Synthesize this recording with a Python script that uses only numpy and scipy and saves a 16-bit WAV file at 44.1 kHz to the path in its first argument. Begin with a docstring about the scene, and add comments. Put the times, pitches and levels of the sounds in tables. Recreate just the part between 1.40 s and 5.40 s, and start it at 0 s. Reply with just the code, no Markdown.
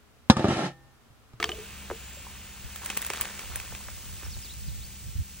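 """Soda foam shoots from a plastic bottle and splatters on a country road, then fizzes on.
First, mints strike the neck and set the bottle ringing, and large bubbles gulp inside.
The foam lands as blobs, splashes and fine spray while its tiny bubbles burst.
Small birds call, a far engine drones and a breeze buffets the two ports of a close microphone."""
import sys
import numpy as np
from scipy import signal
from scipy.fft import rfft, irfft, next_fast_len
from scipy.io import wavfile
from scipy.ndimage import uniform_filter1d, map_coordinates

SR = 44100
rng = np.random.default_rng(int(sys.argv[2]) if len(sys.argv) > 2 else 0)


def store_pcm(level_fs):
    """Save levels as 16-bit WAV."""
    pcm = np.round(np.clip(level_fs, -1, 1) * 32767).astype(np.int16)
    wavfile.write(sys.argv[1], SR, np.atleast_2d(pcm).T)


N = 176400
T = np.arange(N) / SR
AGE = T[:SR // 2]  # time since an event's onset, s


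def amp(db):
    """Decibels to gain."""
    return 10 ** (np.asarray(db) / 20)


def unit(x):
    """Scale to rms 1."""
    return x / np.sqrt(np.mean(x ** 2) + 1e-20)


def level(rows):
    """Gain per sample from (time_s, level_db) rows."""
    return amp(np.interp(T, *np.transpose(rows)))


def along(points, hz):
    """Interpolate (freq_hz, value) rows on a log frequency axis."""
    freqs, values = np.transpose(points)
    return np.interp(np.log(hz + 1), np.log(freqs + 1), values)


def filtered(x, response):
    """Apply a frequency response."""
    n = x.shape[-1]
    padded = next_fast_len(n + 8192)
    return irfft(rfft(x, padded) * response(np.fft.rfftfreq(padded, 1 / SR)), padded)[..., :n]


def coloured(x, tone):
    """Shape x by (freq_hz, gain_db) rows; rms 1."""
    return unit(filtered(x, lambda hz: amp(along(tone, hz))))


def noise(tone, size=N):
    """Two independent noises with one spectrum."""
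    return coloured(rng.standard_normal((2, size)), tone)


def wobble(rate_hz, times=T, knots=1024):
    """Smooth random curve, rate_hz knots a second."""
    return map_coordinates(rng.standard_normal(knots), [times * rate_hz], mode="wrap")


def add(track, start_s, sound):
    """Mix a sound in at start_s."""
    i = max(round(start_s * SR), 0)
    track[..., i:i + sound.shape[-1]] += sound[..., :N - i]


def ring(hz, t60_s, waver_rad=0):
    """One decaying mode, with optional random phase flutter."""
    phase = waver_rad * wobble(70, AGE, knots=64) if waver_rad else 0
    return np.sin(2 * np.pi * hz * AGE + phase) * 1000 ** (-AGE / t60_s)


def glide(hz):
    """Sine following a pitch curve."""
    return np.sin(2 * np.pi * np.cumsum(hz) / SR)


def burst(peak_s):
    """Envelope that swells to 1 at peak_s and dies."""
    return AGE / peak_s * np.exp(1 - AGE / peak_s)


def patter(rate_hz, spread_db, peak_s):
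    """Envelope of many tiny random bursts summed in power; rms 1."""
    sizes = amp(spread_db * np.minimum(rng.exponential(size=N), 3.5))
    hits = sizes * (rng.random(N) < rate_hz / SR)
    power = signal.fftconvolve(hits ** 2, burst(peak_s))[:N]
    return unit(np.sqrt(np.abs(power)))


def reflected(x, t60_s, wet_db):
    """A sound plus weak reflections from the surroundings, as mid and side."""
    tail = rng.standard_normal((2, len(AGE))) * 1000 ** (-AGE / t60_s)
    wet = signal.fftconvolve(x[None], tail / np.linalg.norm(tail[0]), axes=1)[:, :N]
    return np.array([x, 0 * x]) + amp(wet_db) * wet


# modes of the bottle and its air: pitch_hz, gain_db, t60_s
BOTTLE_MODES = [(351, -6, 0.2), (432.5, -6.5, 0.35), (700, -2.5, 0.064), (1202, -2.5, 0.055)]
# click of mint on plastic: freq_hz, gain_db
CRACK_TONE = [(200, -21), (700, -2.5), (1500, 1.5), (3300, 4.5), (4100, -2.5), (6200, -5.5), (9000, -19.5),
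              (16000, -13)]
# strikes on the neck: start_s, level_db, ring_hz, t60_s, crack_gain_db, bottle_gain_db
MINT_STRIKES = [(.001, -30, 1280, 0.085, 2.5, -1), (0.0272, -22, 2215, 0.032, 4, -14),
                (0.0412, -13, 3140, 0.01, -1.5, -18.5), (.056, -33, 4600, 0.037, -12, -7),
                (0.0916, -30, 2920, 0.041, 5.5, 0), (0.118, -24, 3015, 0.024, -26, -36)]

def mints():
    """Each mint cracks on the neck and rings the bottle, which wavers as the drink sloshes."""
    out = np.zeros(N)
    for start_s, db, hz, t60_s, crack_db, bottle_db in MINT_STRIKES:
        bottle = sum(amp(mode_db) * ring(mode_hz, mode_t60_s, waver_rad=1.4)
                     for mode_hz, mode_db, mode_t60_s in BOTTLE_MODES)
        click = noise(CRACK_TONE, len(AGE))[0] * burst(peak_s=0.00099)
        neck = amp(-11.5) * ring(hz=1580, t60_s=0.023)
        strike = ring(hz, t60_s) + amp(crack_db) * (click + neck) + amp(bottle_db) * bottle
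        add(out, start_s, amp(db) * strike)
    return reflected(out, t60_s=0.06, wet_db=-13)


# hiss envelope: time_s, level_db
AIR_LEVEL = [(0, -46), (.7, -48.5), (1.2, -50.5), (2.5, -51.5), (4, -56)]
# hiss spectrum: freq_hz, gain_db
AIR_TONE = [(100, 10.5), (300, -2), (700, -1.5), (1400, -0.5), (2000, 0), (2700, 4.5), (4000, -4.5),
            (5500, -10.5), (16000, -13)]

def open_air():
    """Outdoor hiss, slowly fading."""
    return level(AIR_LEVEL) * noise(AIR_TONE)


# engine tones: pitch_hz, level_db
ENGINE_TONES = [(68, -52), (199, -60.5)]
# rumble spectrum: freq_hz, gain_db
RUMBLE_TONE = [(24, -36), (45, 5), (68, -3), (210, -11.5), (300, -25.5), (1500, -38)]

def far_engine():
    """Two low tones drift in level and phase over a rumble."""
    drone = np.zeros(N)
    for hz, db in ENGINE_TONES:
        gain = amp(db + 2.0 * wobble(9.2))
        drone += gain * unit(np.sin(2 * np.pi * hz * T + 0.43 * wobble(5.6)))
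    return np.array([drone, 0 * drone]) + amp(-55.5) * noise(RUMBLE_TONE)


# buffeting spectrum: freq_hz, gain_db
BREEZE_TONE = [(22, -38), (40, 4.5), (85, 8), (160, -8.5), (300, -27.5), (2000, -71)]
# gusts: centre_s, length_s, level_db
GUSTS = [(1.256, 0.033, -39.5), (2.14, 0.14, -42), (2.326, 0.064, -43), (2.53, 0.16, -47),
         (2.72, 0.11, -43), (2.882, .08, -37.5), (2.974, .05, -39.5), (3.29, 0.018, -34),
         (3.308, 0.29, -39.5), (3.682, 0.086, -39), (3.762, 0.021, -31.5), (3.802, 0.042, -26.5)]

def breeze(calm_db=-58, right_gain_db=2.5):
    """Soft gusts buffet the two ports, partly in antiphase."""
    gusts = sum(amp(db) * np.exp(-(2 * (T - centre_s) / length_s) ** 2)
                for centre_s, length_s, db in GUSTS)
    eddies = noise(BREEZE_TONE)
    eddies = eddies - 0.19 * eddies[::-1]  # inverted share of the other port
    local_power = np.abs(uniform_filter1d(eddies ** 2, size=1500))
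    steady = unit(eddies / np.sqrt(local_power + 0.05))
    return (amp(calm_db) + gusts) * steady * amp([[0], [right_gain_db]])


# large bubbles in the bottle: start_s, level_db, pitch_hz, t60_s
GULPS = [(.093, -29.5, 410, 0.056), (.129, -39, 637, 0.12), (.184, -38, 425, 0.19), (.52, -34, 441, 0.09),
         (.771, -45, 565, 0.058), (.868, -33.5, 980, 0.026)]

def bubbles(rise_per_s=0.72):
    """Each large bubble rings unsteadily and rises slightly in pitch."""
    out = np.zeros(N)
    for start_s, db, hz, t60_s in GULPS:
        gulp = ring(hz * (1 + rise_per_s * AGE / 2), t60_s, waver_rad=0.7)
        add(out, start_s, amp(db) * gulp)
    return reflected(out, t60_s=0.22, wet_db=-6.5)


# bird whistles: start_s, length_s, level_db, rise_hz
WHISTLES = [(0.441, .39, -51, 523), (1.02, 0.16, -55, 0)]
# bird chirps: start_s, length_s, level_db, start_hz, middle_hz, end_hz
CHIRPS = [(2.842, .022, -46, 5300, 5600, 6050), (2.906, 0.05, -45, 5900, 4700, 3670),
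          (3.017, 0.056, -46, 5450, 4650, 3170), (3.09, 0.036, -45.5, 3010, 3950, 3820),
          (3.262, 0.04, -48, 5120, 4400, 3420), (3.41, 0.055, -49.5, 3450, 4300, 5540)]

def birds(whistle_hz=7050, warble_hz=413, warble_depth=0.021, flutter_db=1.5):
    """One bird holds thin notes, the first lifting at its end; another sweeps warbling chirps."""
    out = np.zeros(N)
    for start_s, length_s, db, rise_hz in WHISTLES:
        progress = np.linspace(0, 1, int(length_s * SR))
        lift = np.interp(progress, [0.46, 1], [0, 1]) ** 1.4
        envelope = np.abs(np.sin(np.pi * progress ** 1.6)) ** 0.33
        add(out, start_s, amp(db) * envelope * glide(whistle_hz + rise_hz * lift))
    for start_s, length_s, db, *pitches_hz in CHIRPS:
        n = int(length_s * SR)
        progress = np.linspace(0, 1, n)
        sweep_hz = np.polyval(np.polyfit([0, 0.5, 1], pitches_hz, 2), progress)
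        warble = 1 + warble_depth * wobble(warble_hz)[:n]
        gain = amp(db + flutter_db * wobble(warble_hz)[:n])
        envelope = np.abs(np.sin(np.pi * progress)) ** 0.5
        add(out, start_s, gain * envelope * glide(sweep_hz * warble))
    return reflected(out, t60_s=0.2, wet_db=-6)


# heavy foam blobs landing: start_s, level_db, attack_s
FOAM_BLOBS = [(0.5003, -27, 0.0018), (.511, -26, 0.0028), (1.7015, -25, .0011), (1.748, -31, 0.00061),
              (2.322, -37.5, 0.0012), (2.485, -31.5, 0.00078), (2.823, -47, 0.0024), (2.832, -40, 0.00069),
              (2.862, -43, 0.0014), (2.966, -47, 0.0017)]

def blobs(start_hz=2250, end_hz=340, fall_s=0.001916):
    """A blob's pitch drops as it spreads on the ground."""
    out = np.zeros(N)
    plop = glide(end_hz + (start_hz - end_hz) * np.exp(-AGE / fall_s))
    for start_s, db, attack_s in FOAM_BLOBS:
        squelch = noise([(500, -1), (1700, -17), (12000, -40)], len(AGE))[0]
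        add(out, start_s, amp(db) * np.sqrt(burst(attack_s)) * (plop + 0.3 * squelch))
    return reflected(out, t60_s=0.08, wet_db=-14)


def drops(rate_hz=400, centre_hz=2370, span_octaves=2.6, span_db=14, decay_cycles=1.32):
    """Distinct drops in the spray, each ringing a few cycles at its own pitch."""
    out = np.zeros(N)
    for when, pitch, size in rng.random((round(rate_hz * N / SR), 3)):
        hz = centre_hz * 2 ** (span_octaves * (pitch - 0.5))
        cycles = hz * AGE[:SR // 50]
        tick = np.sin(2 * np.pi * cycles) * np.exp(-cycles / decay_cycles)
        add(out, when * N / SR, amp(span_db * size) * tick)
    return np.array([unit(out), 0 * out])


# spray envelope: time_s, level_db
SPRAY_LEVEL = [(1.15, -59.5), (1.4, -51), (1.5, -42), (1.6, -49), (1.75, -43), (1.86, -42), (1.93, -48),
               (2.15, -48.5), (2.65, -59.5), (2.85, -54), (3.1, -82)]
# spray spectrum: freq_hz, gain_db
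SPRAY_TONE = [(150, -25), (400, -2), (1200, -3.5), (2500, 1), (5000, -9.5), (6500, -5), (12000, -9.5),
              (16000, -52)]

def spray():
    """Droplets rain from the foam column and fade as it sinks."""
    droplets = noise(SPRAY_TONE) * patter(rate_hz=1200, spread_db=-3, peak_s=0.00061)
    return level(SPRAY_LEVEL) * (droplets + amp(-1.5) * drops())


# fizz envelope: time_s, level_db
FIZZ_LEVEL = [(1.15, -43), (1.55, -39), (3, -39.5), (4, -42.5)]
# fizz spectrum: freq_hz, gain_db
FIZZ_TONE = [(200, 2), (1000, -15.5), (2600, -5.5), (7200, 0.5), (11300, -2), (16000, 6)]

def fizz():
    """Thousands of tiny bubbles burst in the foam."""
    pops = rng.standard_normal((2, N)) * patter(rate_hz=9700, spread_db=0, peak_s=0.0001)
    return level(FIZZ_LEVEL) * coloured(pops, FIZZ_TONE)


# splashes on the ground: start_s, relative_level_db, relative_treble_db
SPLASHES = [(1.359, -31.5, -8), (1.447, -44, 4), (1.4593, -27.5, -6), (1.5, -18.5, -24),
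            (1.5678, -24.5, -20), (1.572, -21.5, -6), (1.617, -28.5, -5), (1.624, -26.5, -17),
            (1.647, -26, -12), (1.664, -33, 0.5), (1.7005, -18, -24), (1.734, -22, -16), (1.759, -28, -25),
            (1.772, -25.5, -32), (1.81, -25, -2), (1.816, -21, -17), (1.853, -27, -22), (1.992, -23, -34),
            (2.157, -26, -4.5), (2.199, -26.5, -14), (2.349, -26.5, -36)]

def splashes(gain_db=-8, weight_db=-5, spit_db=18):
    """Each splash is a wet slap with low weight and bright spit, trailed by scattered droplets."""
    out = np.zeros((2, N))
    droplet_tail = amp(-15) * burst(peak_s=0.0081)
    envelope = burst(peak_s=0.0016) ** 2 + droplet_tail
    slap_tone = [(300, -6), (1200, -1), (2500, 5.5), (4800, -8), (7000, -1.5), (12000, -13)]
    for start_s, db, treble_db in SPLASHES:
        slap = noise(slap_tone, len(AGE))
        weight = noise([(300, -11), (1000, -7.5), (5000, -15)], len(AGE))
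        spit = noise([(2000, -22), (7000, -2.5), (12000, 9.5)], len(AGE))
        splash = slap + amp(weight_db) * weight + amp(treble_db + spit_db) * spit
        add(out, start_s, amp(db + gain_db) * envelope * splash)
    return out


BAND_LIMIT_HZ = 15800
# left-right relation: freq_hz, likeness, left_lead_rad
STEREO_RESPONSE = [(202, 0.98, 0.4), (695, 0.25, 0.2), (1700, 1, 0.24), (2750, 0.9, 0.98),
                   (4200, 0.63, -0.06), (5300, 0.05, 1.83), (6570, 0.64, -1.5), (8950, 0.39, -2)]

def stereo_image(mid_side):
    """Stereo width and phase by frequency; 10.6 to 14 kHz is opposite in left and right, very wide."""
    wide_treble = [(10615, 1, -np.pi), (13950, 1, -np.pi)]
    band_edge = [(BAND_LIMIT_HZ, 0.48, -3.5)]
    freqs, likeness, lead_rad = np.transpose(STEREO_RESPONSE + wide_treble + band_edge)

    def width(hz):
        angle = np.arccos(np.clip(along(np.c_[freqs, likeness], hz), 0, 0.998)) / 2
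        return np.array([np.cos(angle), np.sin(angle)])

    def phase_shift(hz):
        return np.exp(0.5j * np.outer([1, -1], along(np.c_[freqs, lead_rad], hz)))

    mid, side = filtered(mid_side, width)
    return filtered(np.array([mid + side, mid - side]), phase_shift)


def scene():
    """Soda and surroundings spread in stereo, plus the breeze."""
    soda = mints() + bubbles() + blobs() + splashes() + spray() + fizz()
    surroundings = birds() + open_air() + far_engine()
    return stereo_image(soda + surroundings) + breeze()


def record(dry):
    """Band-pass from 20 Hz to the band limit."""
    return filtered(dry, lambda hz: (hz > 20) * (hz < BAND_LIMIT_HZ))


dry = scene()
out = record(dry)
store_pcm(out)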